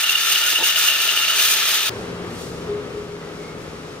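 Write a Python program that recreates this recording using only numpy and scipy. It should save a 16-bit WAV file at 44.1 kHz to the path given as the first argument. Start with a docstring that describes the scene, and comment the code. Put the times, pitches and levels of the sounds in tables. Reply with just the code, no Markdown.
"""A small lathe rattles, whines and squeaks close by, then the sound cuts hard to a quiet yard with distant traffic.
Lathe: noise and tooth clicks, pulsing with the shafts, ring the cast headstock; sine tones whine and die away
after switch-off; a noisy resonance chatters and squeaks; decaying sines make the carriage's soft knocks.
Yard: coloured noise makes the receding traffic and the swishes going by; narrow wavering tones make
a drone, distant engines and faint whistles."""
import sys
import numpy as np
from scipy import signal
from scipy.fft import rfft, irfft
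from scipy.io import wavfile
from scipy.ndimage import uniform_filter1d

SR = 44100
rng = np.random.default_rng(int(sys.argv[2]) if len(sys.argv) > 2 else 0)


def linear_from_db(decibels):
    """Turn decibels (scalar or array-like) into linear amplitude factors; 0 gives 1."""
    return 10 ** (np.asarray(decibels, float) / 20)


def materialize(psi):
    """Save the field psi as 16-bit PCM at rate SR to the path in sys.argv[1].

    A 1-D psi becomes a single channel; in a 2-D psi each row is a channel.
    """
    bounded = np.clip(np.atleast_2d(psi).T, -1, 1)
    quanta = np.round(bounded * 32767).astype(np.int16)
    wavfile.write(sys.argv[1], SR, quanta)


N = 176400
T = np.arange(N) / SR  # time [s]
F = np.maximum(np.fft.rfftfreq(N, 1 / SR), 1)  # frequency [Hz], kept above zero
CUT_S, SWITCH_OFF_S = 1.8947, 1.3  # jump to the yard, lathe motor switched off

# Lathe's stereo width: (frequency [Hz], side over mid [dB])
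LATHE_SIDE = [(60, -11), (400, -21), (1300, -7.5), (3000, -2.5), (8000, 3.5), (15000, -0.5)]
# Lathe's lean: (frequency [Hz], left minus right [dB])
LATHE_PAN = [(100, 2), (1300, 4), (3000, 2), (8000, -2)]
# Yard's stereo width: (frequency [Hz], side over mid [dB])
YARD_SIDE = [(60, -18), (200, -13.5), (700, -5), (2400, 1.5), (15000, -0.5)]
# Yard's lean: (frequency [Hz], left minus right [dB])
YARD_PAN = [(60, 2.5), (400, 3), (15000, 0)]
# Loudest squeaks of the chatter: (start [s], peak level ahead of the stereo stage [dB], middle pitch [Hz])
CHIRPS = [(0.0365, -12.5, 2840), (0.0913, -12.5, 2830), (0.1513, -8.5, 2840), (0.3142, -11.5, 2850),
          (0.355, -12, 2900), (0.4316, -23, 2850), (0.4784, -14, 2830), (0.554, -12, 2920),
          (0.6372, -14, 2920), (0.691, -17, 2900), (0.758, -15, 3020), (0.8545, -17, 2790),
          (0.8826, -9.5, 2830), (0.9996, -15.5, 2760), (1.0324, -15, 2760), (1.0864, -12.5, 2840),
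          (1.171, -13, 2900), (1.2121, -16, 2890), (1.2775, -14, 2780), (1.2986, -13, 2930),
          (1.394, -11, 2820)]


def level(x, db):
    """Scale a sound to an rms level in dB."""
    return x * linear_from_db(db) / np.sqrt(np.mean(x ** 2))


def curve(table, count):
    """Draw one column of a time table as a line through its points."""
    points = np.array(table)
    return np.interp(T, points[:, 0], points[:, count])


def gain(table):
    """Gain at every frequency from (frequency [Hz], level [dB]) points."""
    points = np.array(table)
    return linear_from_db(np.interp(np.log(F), np.log(points[:, 0]), points[:, 1]))


def ring(hz, width_hz):
    """Resonance that favours frequencies near its centre, where its gain is 1."""
    return 1 / (1 + 1j * (F / hz - hz / F) * hz / width_hz)


def band(lo_hz, hi_hz):
    """Pass a band of frequencies with soft edges."""
    return 1 / np.sqrt((1 + (lo_hz / F) ** 8) * (1 + (F / hi_hz) ** 8))


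def walk(rate):
    """Slow random wander: levels held 1 / rate s, then smoothed twice; spread near 1."""
    hold = int(SR / rate)
    steps = rng.standard_normal(N // 64)
    held = np.repeat(steps[:N // hold + 1], hold)
    smooth = uniform_filter1d(uniform_filter1d(held, hold), hold)
    return 1.3 * smooth[:N]


def stereo(mid, side, colour, side_table, pan_table):
    """Colour a shared and an unshared sound, set the stereo width, and lean them left or right."""
    share = .2  # part of the side's power taken from the mid, shifted by a quarter cycle
    lean = np.sqrt(gain(pan_table))
    m = rfft(mid) * colour
    own = rfft(side) * colour
    s = (1j * np.sqrt(share) * m + np.sqrt(1 - share) * own) * gain(side_table)
    return irfft(np.array([(m + s) * lean, (m - s) / lean]), N)


def quiver(hz, width_hz):
    """A narrow noisy tone: a sine and a cosine of moving pitch, each with its own random strength."""
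    turn = 2 * np.pi * np.cumsum(hz) / SR
    return level(walk(width_hz) * np.sin(turn) + walk(width_hz) * np.cos(turn), 0)


def hum(hz, width_hz):
    """A steady tone with a little noise around the same moving pitch."""
    tone = np.sin(2 * np.pi * (np.cumsum(hz) / SR + rng.random()))
    return level(quiver(hz, width_hz) + 3 * tone, 0)


def traffic():
    """Receding traffic: coloured noise in three bands, each with its own falling and flickering level."""
    # Traffic level: (time [s], rumble level [dB], middle level [dB])
    course = [(1.9, -32.5, -34), (2.5, -33.5, -38), (2.85, -33, -38), (3.2, -36.5, -38.5),
              (3.6, -36.5, -39), (4, -38.5, -40.5)]
    # Traffic colour: (frequency [Hz], level per Hz [dB])
    colour = [(30, -17.5), (60, -7.5), (120, -4.5), (175, -5.5), (350, -3.5), (460, -2.5), (700, -14.5),
              (1000, -16), (1280, -13), (1450, -18), (2500, -23.5), (5500, -26), (10000, -35.5),
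              (15700, -47)]
    hiss_db = -45.5 - 1.5 * (T - CUT_S)
    bands = [(curve(course, count=1), 10, 560, .5),
             (curve(course, count=2), 560, 3500, .8),
             (hiss_db, 3500, 17000, 1.2)]
    out = 0
    for db, lo_hz, hi_hz, flicker_db in bands:
        noise = rng.standard_normal((2, N))
        part = stereo(*noise, gain(colour) * band(lo_hz, hi_hz), YARD_SIDE, YARD_PAN)
        out = out + level(part, 0) * linear_from_db(db + flicker_db * walk(8.8))
    return out


def engines():
    """Distant engines: narrow hums that glide in pitch and fade."""
    # Engine hums: (pitch at the cut [Hz], glide [Hz per s], level at the cut [dB], change of level [dB per s])
    hums = [(115.2, 17.5, -40.5, -10), (178.6, -10, -39.5, -3)]
    since = T - CUT_S
    return sum(hum(hz + glide * since, 11) * linear_from_db(db + fade_db * since) for hz, glide, db, fade_db in hums)


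def swishes():
    """Airy swishes going by: hissing noise that swells and dies away around each peak."""
    # Swishes: (peak [s], time to rise or fall by a factor e [s], peak level [dB])
    passes = [(2.003, 0.046, -50.5), (2.414, 0.086, -39.5), (3.62, 0.056, -50)]
    air = level(stereo(*rng.standard_normal((2, N)), band(2400, 10000), YARD_SIDE, YARD_PAN), 0)
    return air * sum(linear_from_db(db) * np.exp(-np.abs(T - s) / fall_s) for s, fall_s, db in passes)


def drone():
    """A wavering drone: a slowly rising narrow hum, a little louder on the left."""
    # Drone level, before the lean to the left: (time [s], level [dB])
    course = [(1.9, -38), (2.15, -36.5), (2.35, -48), (2.55, -39), (2.67, -47), (2.695, -28), (2.78, -29.5),
              (2.86, -39.5), (2.91, -40), (2.99, -27.5), (3.06, -45), (3.13, -31.5), (3.21, -40.5),
              (4, -44.5)]
    hz = 406 * (1 + 0.004 * walk(5.02)) + 9 * (T - CUT_S)  # rises 9 Hz per s
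    return hum(hz, 17) * linear_from_db(curve(course, count=1)) * linear_from_db([[1.5], [-1.5]])


def whistles():
    """Faint wavering tones that swell and fade, a little louder on the left."""
    # Tones, before the lean: (start [s], length [s], start pitch [Hz], glide [Hz per s], level at the swell [dB])
    tones = [(3.2, .12, 2040, -500, -48), (3.32, .3, 2180, 100, -49), (3.44, .16, 465, 0, -39)]
    out = 0
    for s, length, hz, glide, db in tones:
        shape = np.sin(np.pi * np.clip((T - s) / length, 0, 1))
        pitch = hz * (1 + 0.01028 * walk(30)) + glide * (T - s)
        out = out + linear_from_db(db) * shape * quiver(pitch, hz / 10) * linear_from_db([[1.6], [-1.6]])
    return out


def yard():
    """The quiet yard: all its sounds simply add up in the air."""
    return traffic() + engines() + swishes() + drone() + whistles()


def knocks():
    """Soft carriage knocks: each contact sets a few tones ringing, and they die away."""
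    # Knocks: (start [s], level [dB])
    contacts = [(.528, -35), (.588, -37), (.601, -30), (.610, -29), (.624, -28)]
    # Ringing tones: (pitch [Hz], level added to the knock's [dB], time to decay by 60 dB [s])
    modes = [(350, 0, .055), (500, 1, .055), (700, -2, .045), (910, 4, .07)]
    out = np.zeros(N)
    for s, db in contacts:
        age = np.maximum(T - s, 0)
        onset = np.minimum(age / 0.001, 1)  # 1 ms rise makes the contact soft
        for hz, mode_db, t60 in modes:
            tone = np.sin(2 * np.pi * (hz * age + rng.random()))
            out += linear_from_db(db + mode_db) * tone * np.exp(-np.log(1000) * age / t60) * onset
    return out


def whine():
    """Whine of the meshing gears: sines that sag in pitch and fade once the motor is off."""
    # Mesh tones while the motor is on, around which the level wanders: (pitch [Hz], rms level [dB])
    tones = [(1276, -43.5), (1797, -36.5), (2842, -36), (3564, -32.5)]
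    after = np.maximum(T - SWITCH_OFF_S, 0)
    out = 0
    for hz, db in tones:
        speed = 1 + 0.00097 * walk(23.4) - 0.0093 * after
        turn = 2 * np.pi * hz * np.cumsum(speed) / SR
        loudness = np.sqrt(2) * linear_from_db(db + 1.8 * walk(40) - 16 * after)  # fades 16 dB per s
        out = out + loudness * np.sin(turn + [[0], [hz / 3000]])  # right channel is shifted in phase
    return out


def chatter():
    """Resonances that chatter in bursts: narrow noise, stirred up by each squeak and fading after switch-off."""
    # Resonances: (pitch [Hz], width [Hz], level before stirring, bursts, fade and stereo [dB])
    resonances = [(2850, 300, -33), (1412, 180, -39)]
    bursts_per_s, burst_db, wobble = 70, 3, .016  # wobble is a fraction of the pitch
    stir_db, stir_s = 9, .045  # each squeak lifts the chatter, and the lift dies away
    stirs = [(T > s) * np.exp(-np.abs(T - s) / stir_s) for s, _, _ in CHIRPS]
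    stir = stir_db * np.max(stirs, axis=0)
    fade_db = -30 * np.maximum(T - SWITCH_OFF_S, 0)
    out = 0
    for centre_hz, width_hz, db in resonances:
        hz = centre_hz * (1 + wobble * walk(bursts_per_s))
        sound = stereo(quiver(hz, width_hz), quiver(hz, width_hz), 1, LATHE_SIDE, LATHE_PAN)
        lift_db = stir * hz.mean() / resonances[0][0]  # a lower resonance is stirred less
        out = out + sound * linear_from_db(db + lift_db + burst_db * walk(bursts_per_s) + fade_db)
    return out


def chirps():
    """Short squeaks of the chattering resonance: sines that rise in pitch under a rounded swell."""
    length_s, rise_hz_s = 0.0094, 8000
    out = np.zeros(N)
    for s, db, hz in CHIRPS:
        age = np.clip(T - s, 0, length_s)
        swell = np.sin(np.pi * age / length_s)
        cycles = (hz + rise_hz_s * (age - length_s) / 2) * age
        out += linear_from_db(db) * swell * np.sin(2 * np.pi * (cycles + rng.random()))
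    return stereo(out, np.roll(out, 40), 0.86, LATHE_SIDE, LATHE_PAN)  # the side comes 40 samples later


def teeth():
    """Loose gear teeth: random clicks of uneven size over a smooth roar of noise."""
    chance, sign, size = rng.random((3, N))
    hit = chance < 2500 / SR  # about 2500 clicks per s
    clicks = hit * np.sign(sign - .5) * linear_from_db(-3 * np.log(size + 0.0067))  # sizes spread by about 3 dB
    return level(clicks, -3.5) + rng.standard_normal(N)


def shaft_beat():
    """Pulsing loudness: each shaft swells the rattle once per turn, at a slightly uneven speed."""
    # Shafts: (speed [turns per s], pulse depth [0-1])
    shafts = [(34.9, 0.13), (78.9, 0.12)]
    beat = linear_from_db(1.8 * walk(30.03))
    for rate, depth in shafts:
        turns = np.cumsum(rate * (1 + 0.013 * walk(2.8))) / SR
        beat = beat * (1 + depth * np.sin(2 * np.pi * turns + 6 * rng.random()))
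    return beat


def rattle():
    """Gear rattle heard through the cast headstock, whose resonances ring; treble pulses more than bass."""
    # Rattle level: (time [s], rattle level [dB], treble hiss level [dB])
    course = [(0, -21.5, -24.5), (.4, -21.5, -24.5), (1.2, -21.5, -25.5), (1.5, -20.5, -24),
              (1.9, -21.5, -26)]
    # Broad colour of the casting: (frequency [Hz], level per Hz [dB])
    casting = [(25, -52), (60, -29.5), (800, -24.5), (1030, -25), (1200, -16), (1550, -14), (1900, -12.5),
               (2300, -11), (2600, -6), (3300, -6.5), (3900, -14), (5000, -14), (8100, -22), (9000, -17),
               (12000, -22.5), (13000, -14.5), (15250, -14.5), (15900, -32)]
    # Headstock resonances: (pitch [Hz], width before squaring the resonance [Hz], peak gain [dB])
    headstock = [(409, 134, -19), (644, 45, -15), (870, 52, -17.5), (1340, 267, -12), (1696, 73, -7),
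                 (2404, 35, -2.5), (3623, 120, -3.5), (3873, 100, -6), (4080, 80, -6), (4480, 21, -4.5),
                 (6140, 96, -9), (6570, 115, -12.5)]
    peaks = sum(np.abs(linear_from_db(db) * ring(hz, width_hz) ** 2) ** 2 for hz, width_hz, db in headstock)
    body = np.sqrt(gain(casting) ** 2 + peaks)
    beat = shaft_beat()
    drive = (teeth(), teeth())
    # level [dB], band edges [Hz], how strongly the band follows the beat (a power)
    bands = [(-42.5 + 3 * T, 20, 1000, .2),
             (curve(course, count=1), 1000, 6000, .6),
             (curve(course, count=2) + 1.26 * walk(59.64), 6000, 17000, 1.1)]
    out = 0
    for db, lo_hz, hi_hz, beat_share in bands:
        part = stereo(*drive, body * band(lo_hz, hi_hz), LATHE_SIDE, LATHE_PAN)
        out = out + level(part * beat ** beat_share, 0) * linear_from_db(db)
    return out


def lathe():
    """The lathe: knocks, whine, chatter, squeaks and rattle add up."""
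    return knocks() + whine() + chatter() + chirps() + rattle()


def scene():
    """Lathe up to the cut, yard after it, joined by a half-millisecond crossfade."""
    fade = np.clip((T - CUT_S) / .0005, 0, 1)
    return yard() * fade + lathe() * (1 - fade)


def low_pass(x):
    """Removes everything above the highest recorded frequency."""
    return signal.sosfilt(signal.butter(12, 16540, fs=SR, output="sos"), x)


def record(dry):
    """A steep low-pass filter removes the treble above 15700 Hz."""
    top = signal.ellip(16, .2, 80, 15700, fs=SR, output="sos")
    mix = signal.sosfilt(top, dry)
    return low_pass(mix)


dry = scene()
out = record(dry)
materialize(out)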